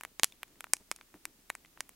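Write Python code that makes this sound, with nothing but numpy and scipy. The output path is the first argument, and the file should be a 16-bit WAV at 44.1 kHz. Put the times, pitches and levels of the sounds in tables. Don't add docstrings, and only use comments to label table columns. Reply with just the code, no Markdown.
import sys
import numpy as np
from scipy import signal
from scipy.fft import rfft, irfft
from scipy.io import wavfile

SR = 44100
rng = np.random.default_rng(int(sys.argv[2]) if len(sys.argv) > 2 else 0)


def to_wav(sig):
    pcm = np.clip(np.atleast_2d(sig), -1, 1) * 32767
    pcm = np.round(pcm).astype(np.int16)
    wavfile.write(sys.argv[1], SR, pcm.T)


N = 85995
TINY = 1e-18


def from_db(db):
    return 10 ** (np.asarray(db) / 20)


def cut(x, hz, kind, order=2):
    safe_hz = np.clip(hz, 10, 0.47 * SR)
    sos = signal.butter(order, safe_hz, kind, fs=SR, output="sos")
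    return signal.sosfilt(sos, x)


def add(out, start_s, sound):
    i = max(int(start_s * SR), 0)
    out[..., i:i + sound.shape[-1]] += sound[..., :N - i]


def stereo_noise(side_db, size):
    mid, side = rng.standard_normal((2, size))
    return mid + from_db(side_db) * side * [[1], [-1]]


def coloured_noise(spectrum, side_db):
    top_hz = 15900
    point_hz, point_db = np.transpose(spectrum)
    f = np.arange(N // 2 + 1) * SR / N
    gain_db = np.interp(np.log(f + 1), np.log(point_hz), point_db)
    gain = from_db(gain_db) * (f < top_hz)
    noise = irfft(rfft(stereo_noise(side_db, size=N)) * gain, N)
    return noise / noise.std()


def reflections(x, delay_s, t60_s, energy_db, low_hz, high_hz, side_db):
    t = np.arange(SR // 3) / SR
    noise = cut(stereo_noise(side_db, size=len(t)), [low_hz, high_hz], "band", order=1)
    cloud = noise * from_db(-60 * t / t60_s)
    cloud *= from_db(energy_db) / np.sqrt(np.sum(cloud ** 2) / 2)
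    delay = max(int(delay_s * SR), 0)
    cloud = np.pad(cloud, ((0, 0), (delay, 0)))
    return signal.fftconvolve(np.atleast_2d(x), cloud, axes=1)[:, :x.shape[-1]]


def among_logs(x, scatter_db):
    return x + reflections(x, delay_s=0.0003, t60_s=0.0071, energy_db=scatter_db,
                           low_hz=1700, high_hz=13000, side_db=-21)


def background():
    hiss_db, hiss_side_db = -66.5, -0.6
    # frequency in Hz, relative level in dB.
    hiss_spectrum = [(30, 6), (110, 3.5), (280, 1.5), (1000, -0.5), (2500, 0), (7000, 0), (11000, -1.2),
                     (15000, -1)]
    # frequency in Hz, rms level in dB.
    hum_tones = [(29.8, -77), (60, -82), (119.8, -88.5)]
    t = np.arange(N) / SR
    hum = np.zeros(N)
    for hz, db in hum_tones:
        peak = np.sqrt(2) * from_db(db)
        hum += peak * np.sin(2 * np.pi * (hz * t + rng.random()))
    return hum + from_db(hiss_db) * coloured_noise(hiss_spectrum, hiss_side_db)


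def flames():
    flame_db, side_db = -72.5, -25
    flutter_db, flutter_hz = 3, 18
    flare_s = 0.013
    # frequency in Hz, relative level in dB.
    flame_spectrum = [(20, -6.5), (45, -8.5), (100, -8), (180, -2.5), (280, 1.5), (400, -4), (590, -12),
                      (950, -16), (1800, -21), (4000, -30.5)]
    # time of the peak in seconds, rise in dB.
    flares = [(.075, 6), (.497, 6.5), (.632, 5), (.815, 6.5), (1.155, 12.5), (1.632, 6.5), (1.653, 8)]
    t = np.arange(N) / SR
    flutter = cut(rng.standard_normal(N + SR), flutter_hz, "low")[SR:]
    flutter = flutter_db * flutter / flutter.std()
    flare_db = sum(db * np.exp(-((t - s) / flare_s) ** 2) for s, db in flares)
    level = from_db(flame_db + flare_db + flutter)
    return level * coloured_noise(flame_spectrum, side_db)


def pops():
    # start in seconds, puff level in dB, puff upper edge in Hz,
    # puff lower edge in Hz, snap level in dB, snap centre in Hz,
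    # snap band spread as a ratio either side of the centre, scatter energy in dB.
    bursts = [(0.01, -8, 2100, 1180, -23, 9400, 1.76, -6.5),
              (0.0353, -4.4, 1950, 1970, -19, 9000, 1.55, -4.5),
              (0.0504, -3, 2270, 1120, -19, 8300, 1.6, -13),
              (0.1967, -2.5, 2740, 408, -8.5, 6100, 1.53, -7),
              (.2339, 12, 4500, 1220, 7.5, 8100, 1.5, -11.5), (0.2438, 2.5, 3980, 1100, 5, 8460, 1.5, -7),
              (.4318, 4.5, 2210, 3700, -17.5, 10600, 1.55, -11),
              (0.4802, -33, 2180, 1200, -42, 7000, 1.6, -8),
              (0.5569, -30.5, 1800, 1200, -52, 7000, 1.8, -7),
              (0.607, -1, 2100, 3260, -16.5, 8900, 1.42, -5),
              (0.6423, 2, 1830, 3200, -24.5, 9300, 1.75, -8),
              (.6690, -15.5, 1430, 1250, -48, 6640, 1.6, -12),
              (0.7353, 14, 1860, 2810, 10.5, 7480, 1.405, -9.5),
              (.7555, -35, 4000, 1500, -34, 7500, 1.4, -14), (0.7676, -23, 4000, 1300, -23, 8000, 1.45, -7),
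              (.9145, 1, 2540, 452, -4.5, 6700, 1.49, -4.5),
              (.9236, -21.5, 2970, 301, -27.5, 8500, 1.9, -6.5),
              (.9620, -29.5, 3600, 950, -25, 8200, 1.5, 0.5),
              (.9882, -27.5, 1980, 400.5, -52, 6000, 1.6, -2),
              (1.0119, -17, 2920, 1190, -45, 8000, 1.6, -5.5),
              (1.1419, -18.5, 1900, 250, -39.5, 9860, 1.6, -14),
              (1.2540, -6.5, 3050, 850, -9.5, 8060, 1.55, -8.5),
              (1.4971, -33, 3000, 1500, -27, 9000, 1.5, -10),
              (1.5013, 4.5, 2250, 1120, -11, 8600, 1.41, -6.5),
              (1.5520, -4.5, 1810, 1820, -18.5, 7830, 1.48, -7),
              (1.6594, -28.5, 3280, 2000, -41, 6800, 1.64, -7.5),
              (1.7749, -13, 1650, 1470, -46, 9000, 1.8, -13),
              (1.8062, -1.5, 2630, 1100, -7.5, 7000, 1.51, -6),
              (1.8929, -21, 2600, 500, -22, 12000, 1.64, -11.5)]
    out = np.zeros((2, N))
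    click = signal.unit_impulse(SR // 20) + TINY
    for s, puff_db, top_hz, low_hz, snap_db, snap_hz, spread, scatter_db in bursts:
        rounded = cut(click, top_hz, "low", order=3)
        puff = from_db(puff_db) * cut(rounded, low_hz, "high", order=1)
        snap = from_db(snap_db) * cut(click, [snap_hz / spread, snap_hz * spread], "band")
        burst = cut(puff - snap, [190, 13800], "band")
        add(out, s, among_logs(burst, scatter_db))
    low_mids = cut(out + TINY, (400, 570), "band", order=1)
    return out - 0.48 * low_mids


def embers():
    ticks_per_s, tick_db, spread_db = 30, -43.5, 2.5
    born = rng.random(N) < ticks_per_s / SR
    variation = np.clip(rng.standard_normal(N), -2, 2)
    sizes = from_db(tick_db + spread_db * variation)
    return cut(born * sizes + TINY, (600, 3000), "band")


def sticks():
    # start in seconds, ring frequency in Hz, ring starting level in dB,
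    # time in seconds for the ring to fall 60 dB, click level in dB before filtering.
    modes = [(0.3229, 2460, -48.5, 0.014, -32.5), (0.3227, 3580, -47, 0.0075, -39),
             (1.6476, 3020, -53, 0.0046, -47), (1.6491, 2060, -43.5, 0.011, -43)]
    out = np.zeros((2, N))
    t = np.arange(SR // 20) / SR
    for s, hz, ring_db, t60_s, click_db in modes:
        ring = from_db(ring_db - 60 * t / t60_s) * np.sin(2 * np.pi * hz * t)
        impulse = signal.unit_impulse(len(t))
        click = from_db(click_db) * cut(impulse, [hz, 9000], "band", order=1)
        add(out, s, among_logs(ring + click, scatter_db=-6.5))
    return out


def scene():
    # delay in seconds (below zero counts as zero),
    # time in seconds to fall 60 dB, energy in dB, lower edge in Hz, upper edge in Hz,
    # left-right difference in dB.
    rock_echo = (-0.0138, 0.04, -24.5, 301.5, 5999.5, -19.5)
    tree_echo = (-0.13, .25, -33.5, 2400, 13500.5, -13)
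    crackle = pops() + embers() + sticks()
    echoes = reflections(crackle, *rock_echo) + reflections(crackle, *tree_echo)
    return background() + flames() + crackle + echoes


def record(dry):
    clipped = np.clip(dry, -1, 1)
    top_cut = signal.cheby2(18, 80, 17200, fs=SR, output="sos")
    return signal.sosfilt(top_cut, clipped)


dry = scene()
out = record(dry)
to_wav(out)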